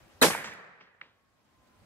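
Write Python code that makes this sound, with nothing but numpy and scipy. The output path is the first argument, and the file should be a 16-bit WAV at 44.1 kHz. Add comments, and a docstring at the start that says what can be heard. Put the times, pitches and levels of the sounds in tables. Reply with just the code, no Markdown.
"""On an open grass field ringed by trees, a revolver is fired a few metres from a small stereo microphone.
The blast is banded noise scattered back by the ground and gear close by, then by the tree line and far side.
Distinct echoes are short noise cracks, the sharp ones led by a pulse. Air, wind and a faint sliding tone
lie beneath; the recorder's gain control ducks hard on the blast, so they sink and creep back."""
import sys
import numpy as np
from scipy import signal
from scipy.io import wavfile
from scipy.ndimage import uniform_filter1d

SR = 44100
rng = np.random.default_rng(int(sys.argv[2]) if len(sys.argv) > 2 else 0)


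def master(y):
    """Save y as 16-bit WAV."""
    cut = np.clip(np.atleast_2d(y).T, -1, 1)
    pcm = np.round(cut * 32767)  # scale
    wavfile.write(sys.argv[1], SR, pcm.astype(np.int16))


N = 81585
T = np.arange(N) / SR  # time in seconds


def amp(db):
    """Decibel law: a level in dB becomes an amplitude ratio."""
    return 10 ** (np.asarray(db) / 20)


def rms_one(x):
    """Normalisation: scale a signal to unit rms."""
    return x / np.sqrt(np.mean(x ** 2) + 1e-20)


def at_hz(points, hz):
    """Logarithmic frequency scale: interpolate a table's second column along it."""
    table_hz, values = np.array(points).T
    return np.interp(np.log(hz), np.log(table_hz), values)


def drift(rate_hz):
    """Low-passed chance: a slow random fluctuation of unit rms, from two equal poles at rate_hz."""
    step = 10  # samples between the slow values
    pole = np.exp(-2 * np.pi * step * rate_hz / SR)
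    settle = 3000
    white = rng.standard_normal(N // step + settle + 2)
    slow = signal.lfilter([1], [1, -2 * pole, pole * pole], white)[settle:]
    return np.interp(np.arange(N) / step, np.arange(len(slow)), rms_one(slow))


RIGHT_LAG_S = .0001


def ports(common, own, alike):
    """Interaural coherence: mix by power a common sound, late on the right, with each port's own."""
    alike = np.clip(alike, 0, 1)
    pair = np.array([common, np.interp(T - RIGHT_LAG_S, T, common)])
    return np.sqrt(alike) * pair + np.sqrt(1 - alike) * own


def bands(spectrum, alike, shape):
    """Filter-bank synthesis: third-octave noise of total rms 1, each band then shaped in time by shape(hz)."""
    out, power = 0, 0
    edges_hz = 25 * 2 ** (np.arange(29) / 3)
    white = rng.standard_normal((2, 3, N))  # two sets, so neighbouring bands draw on different noise
    for k, (low_hz, high_hz) in enumerate(zip(edges_hz, edges_hz[1:])):
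        band = signal.butter(3, [low_hz, high_hz], "band", fs=SR, output="sos")
        noise = signal.sosfilt(band, white[k % 2])
        hz = np.sqrt(low_hz * high_hz)
        gain = amp(at_hz(spectrum, hz))
        power += gain ** 2 * np.mean(noise ** 2)
        out = out + gain * shape(hz) * ports(noise[0], noise[1:], at_hz(alike, hz))
    return out / np.sqrt(power)


# Spectrum of the open air. Each row: frequency in Hz, relative spectral density in dB.
AIR = [(15, -41), (25, -10), (86, -4.5), (178, -10), (215, -5), (446, -13), (496, -17.5), (553, -9.5),
       (616, -11), (1180, -13.5), (15600, -35)]
# Share of the air's power common to both ports. Each row: frequency in Hz, share from 0 to 1.
AIR_ALIKE = [(60, 0.8), (240, 0.5), (950, 0.49), (3770, 0.03), (15000, 0.02)]
AIR_DB = -59.5


def air():
    """Diffuse ambient field: steady banded noise, each band's level fluctuating slightly by itself."""
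    return amp(AIR_DB) * bands(AIR, AIR_ALIKE, lambda hz: amp(1.5 * drift(24)))


# Wind on the ports. Each row: time in seconds, level in dB before the lumps.
WIND = [(0, -67), (.12, -64), (.5, -69.5), (1.2, -70), (1.55, -70), (1.74, -69), (1.85, -66)]
WIND_TOP_HZ, WIND_LUMP_DB = 130, 4.5


def wind():
    """Turbulent pressure: low noise only partly shared by the ports, its level lumpy."""
    band = signal.butter(2, [30, WIND_TOP_HZ], "band", fs=SR, output="sos")
    low = signal.sosfilt(band, rng.standard_normal((3, N)))
    level_db = np.interp(T, *np.transpose(WIND)) + WIND_LUMP_DB * drift(5)
    return amp(level_db) * rms_one(ports(low[0], low[1:], 0.47))


# A faint far tone that slides down. Each row: time in seconds, centre frequency in Hz, peak level in dB.
TONE = [(0.948, 1140, -95.5), (1.15, 1115, -62), (1.349, 1080, -68), (1.45, 1058, -76.5),
        (1.549, 1045, -63.5), (1.85, 1000, -69.5)]


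def sliding_tone():
    """Frequency modulation: a sine whose phase sums a falling, slightly wavering frequency."""
    s, centre_hz, db = np.transpose(TONE)
    hz = np.interp(T, s, centre_hz) + 2.6 * drift(33)
    return amp(np.interp(T, s, db)) * np.sin(2 * np.pi * np.cumsum(hz) / SR)


def background():
    """Superposition: the field's air, wind and far tone add."""
    return air() + wind() + sliding_tone()


def dying(start, rise, hold, t60):
    """Exponential decay: a linear rise and a hold, then a fall of 60 dB in t60 (all in seconds)."""
    fall_s = np.maximum(T - start - rise - hold, 0)
    return np.clip((T - start) / rise, 0, 1) * amp(-60 * fall_s / t60)


def crack(shape, low_hz, top_hz, front=0.):
    """Impulse excitation: noise under an envelope, led by a pulse at its crest, rings a band filter."""
    band = signal.butter(4, [low_hz, min(top_hz, .45 * SR)], "band", fs=SR, output="sos")
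    noise = rng.standard_normal((3, N))
    pulse = front * (np.arange(N) == np.argmax(shape))
    burst = shape * ports(np.sign(noise[0]) - pulse, noise[1:], .85)
    level_makeup = np.sqrt(SR / 2 / (top_hz - low_hz))  # restores the power lost outside the band
    return signal.sosfilt(band, burst + 1e-18) * level_makeup


# Separate cracks, first the muzzle's own, then distinct echoes. Each row: start in seconds, level in dB,
# rise in seconds, 60 dB decay time in seconds, lower band edge in Hz, upper band edge in Hz,
# level in dB of the wash behind it relative to the crack.
ECHOES = [(0.2128, 8.5, 0.015, 0.042, 3700, 4440, -82), (0.214, -2, .006, 0.062, 4900, 15600, -39),
          (.2240, 11, 0.00046, 0.043, 3028, 11600, -10), (.2310, 15.5, 0.0022, 0.058, 910, 2500, -36),
          (.2380, 12, 0.0052, 0.096, 350, 980, -27), (.2400, 3, 0.0063, 0.13, 162.5, 219.4, -32),
          (.2520, 2.5, 0.0017, .02, 300, 2193, -44), (0.264, 5.5, 0.0014, 0.049, 302.5, 2585, -29.5),
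          (0.282, 8.5, 0.00036, 0.018, 304.3, 2160, -44), (.299, 3, 0.00217, 0.039, 324, 1180, -15.5),
          (.306, -1.5, 0.00115, 0.029, 840, 2950, -5.5), (0.328, -7, 0.0054, 0.15, 1370, 2310, -25),
          (0.347, -2.5, 0.00253, 0.032, 600, 2230, -19.5), (0.375, -7, 0.00173, 0.026, 1187, 2220, -9.5),
          (0.436, -20, 0.0068, 0.29, 3310, 7500, -24), (.4425, -5.5, .001, 0.016, 475, 2630, -11),
          (0.472, -13.5, 0.00083, 0.038, 930, 2400, -11.5), (.525, -16, 0.00104, 0.031, 1280, 2390, -25),
          (.536, -33, 0.0013, 0.0096, 6035, 14520, -31), (.795, -46, 0.019, 0.21, 2784, 5600, -29),
          (.804, -28.5, 0.0058, 0.039, 1000, 2670, -10), (1.0126, -19, 0.00049, 0.011, 1026, 3050, -22),
          (1.0135, -20, 0.00045, 0.016, 1738, 2385, -26), (1.031, -37, 0.0015, .03, 1490, 2585, -16),
          (1.050, -43, 0.0018, 0.033, 1005, 1995, -28)]
ECHO_WASH_T60_S = 0.4
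WASH_WIDER = 7.5  # the crack's lower edge over the wash's
FRONT = 4.2       # height of the pulse that leads a sharp crack, against its noise
SHARP_S = .0035   # cracks that rise faster than this get the pulse


def echoes():
    """Discrete reflection: each is a short crack in its own band, with a softer, broader wash behind it."""
    total = 0
    for s, db, rise, t60, low_hz, top_hz, wash_db in ECHOES:
        crack_shape = dying(s, max(rise, 1e-4), .001, t60)
        total = total + amp(db) * crack(crack_shape, low_hz, top_hz, FRONT * (rise < SHARP_S))
        wash_shape = dying(s, .004, 0, ECHO_WASH_T60_S)
        total = total + amp(db + wash_db) * crack(wash_shape, low_hz / WASH_WIDER, 1.15 * top_hz)
    return total


# Onset of the blast by band. Each row: frequency in Hz, delay after the shot in seconds.
ARRIVAL = [(60, .001), (160, 0.021), (280, .003), (1500, 0.00098), (2600, 0.0067), (6000, 0.012),
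           (14000, 0.0051)]
# Share of the blast's power common to both ports. Each row: frequency in Hz, share from 0 to 1.
SHOT_ALIKE = [(60, 0.7), (600, 0.5), (2000, 0), (6000, 0), (14000, 1)]
SHOT_S, HOLD_S = .2145, .012


def scatter(spectrum, t60s, level_db, rough_db, rise_s):
    """Multiple scattering: many returns blend into noise, lumpy in all bands together, dying by band."""
    lumps = drift(140)

    def shape(hz):
        roughness = amp(rough_db * (0.5 * lumps + 0.26 * drift(53)))
        return roughness * dying(SHOT_S + at_hz(ARRIVAL, hz), rise_s, HOLD_S, at_hz(t60s, hz))

    return amp(level_db) * bands(spectrum, SHOT_ALIKE, shape)


# Near scatter from ground, shooter, table and tripods. Each row: frequency in Hz, relative density in dB.
NEAR = [(24, -55.5), (40, -26), (302, -5.5), (450, -2), (906, -14), (1380, -7.5), (1530, -16), (1820, -10),
        (2220, -16), (2650, -14.5), (5070, -17.5), (6670, -21), (11000, -20.5), (15600, -36.5)]
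# Decay of the near scatter. Each row: frequency in Hz, 60 dB decay time in seconds.
NEAR_T60 = [(60, .1), (170, 0.2), (300, 0.13), (700, .13), (2000, 0.11), (6000, 0.24), (14000, 0.3)]
NEAR_DB, NEAR_ROUGH_DB, RISE_S = 15, 1, 0.0037


def near_scatter():
    """Early reflection: the blast returns from close by with a steep onset and a short decay."""
    return scatter(NEAR, NEAR_T60, NEAR_DB, NEAR_ROUGH_DB, RISE_S)


# Tree line wash. Each row: frequency in Hz, relative spectral density in dB.
TREES = [(40, -30.5), (170, -7), (270, -16), (378, -17.5), (485, -5), (820, -11.5), (1300, -11),
         (1800, -2.5), (2300, -9), (2900, -20.5), (4260, -16.5), (5200, -25.5), (6500, -22.5), (8350, -22),
         (11500, -28), (13500, -40), (15600, -55.5)]
# Decay of the tree line wash. Each row: frequency in Hz, 60 dB decay time in seconds.
TREES_T60 = [(60, 0.2), (170, 0.95), (350, 0.81), (800, 0.75), (1800, 0.94), (3500, 0.74), (7000, 0.63),
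             (14000, 0.2)]
TREES_DB, TREES_ROUGH_DB = -4, 1.5


def tree_wash():
    """Late reverberation: the tree line's returns swell more gently and mostly last longer."""
    return scatter(TREES, TREES_T60, TREES_DB, TREES_ROUGH_DB, 0.018)


# Faint wash from the far side of the field. Each row: frequency in Hz, relative spectral density in dB.
FAR = [(35, -42), (60, -14), (170, -7.5), (296, -15.5), (494, 0.5), (570, -5.5), (1690, -1.5), (8000, -51),
       (10400, -81), (17600, -120)]
FAR_DB, FAR_T60_S = -27, 1.0


def far_wash():
    """Distant reverberation: a slow swell, then one decay time for every band."""
    return scatter(FAR, [(100, FAR_T60_S)], FAR_DB, 2.5, 0.36)


LEFT_DB = -1  # the shot and its echoes on the left, against the right


def scene():
    """Superposition: shot, echoes and field add at the microphone."""
    shot = near_scatter() + tree_wash() + far_wash()
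    return (shot + echoes()) * amp([[LEFT_DB], [0]]) + background()


MIC_LOW_HZ, CUTOFF_HZ = 45.77, 15700
LIMIT_DB, RELEASE_DB_PER_S = -12.5, 15.5
SENSE_S, AHEAD_S = 0.0068, 0.001  # power averaging window, look-ahead
TOP = .7                          # ceiling of the soft overload


def record(dry):
    """Dynamic range limiting: look-ahead gain cut with steady release, soft overload, band limit."""
    dry = signal.sosfilt(signal.butter(2, MIC_LOW_HZ, "high", fs=SR, output="sos"), dry)
    power = uniform_filter1d(np.mean(dry ** 2, axis=0), max(int(SENSE_S * SR), 1))
    over_db = np.maximum(10 * np.log10(np.maximum(power, 1e-12)) - LIMIT_DB, 0)
    # a running maximum on a sloping line: instant cut, then release at a constant rate
    cut_db = np.maximum.accumulate(over_db + RELEASE_DB_PER_S * T) - RELEASE_DB_PER_S * T
    ducked = dry * amp(-np.interp(T + AHEAD_S, T, cut_db))
    overloaded = TOP * np.tanh(ducked / TOP)
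    return signal.sosfilt(signal.ellip(12, .5, 70, CUTOFF_HZ, fs=SR, output="sos"), overloaded)


dry = scene()
out = record(dry)
master(out)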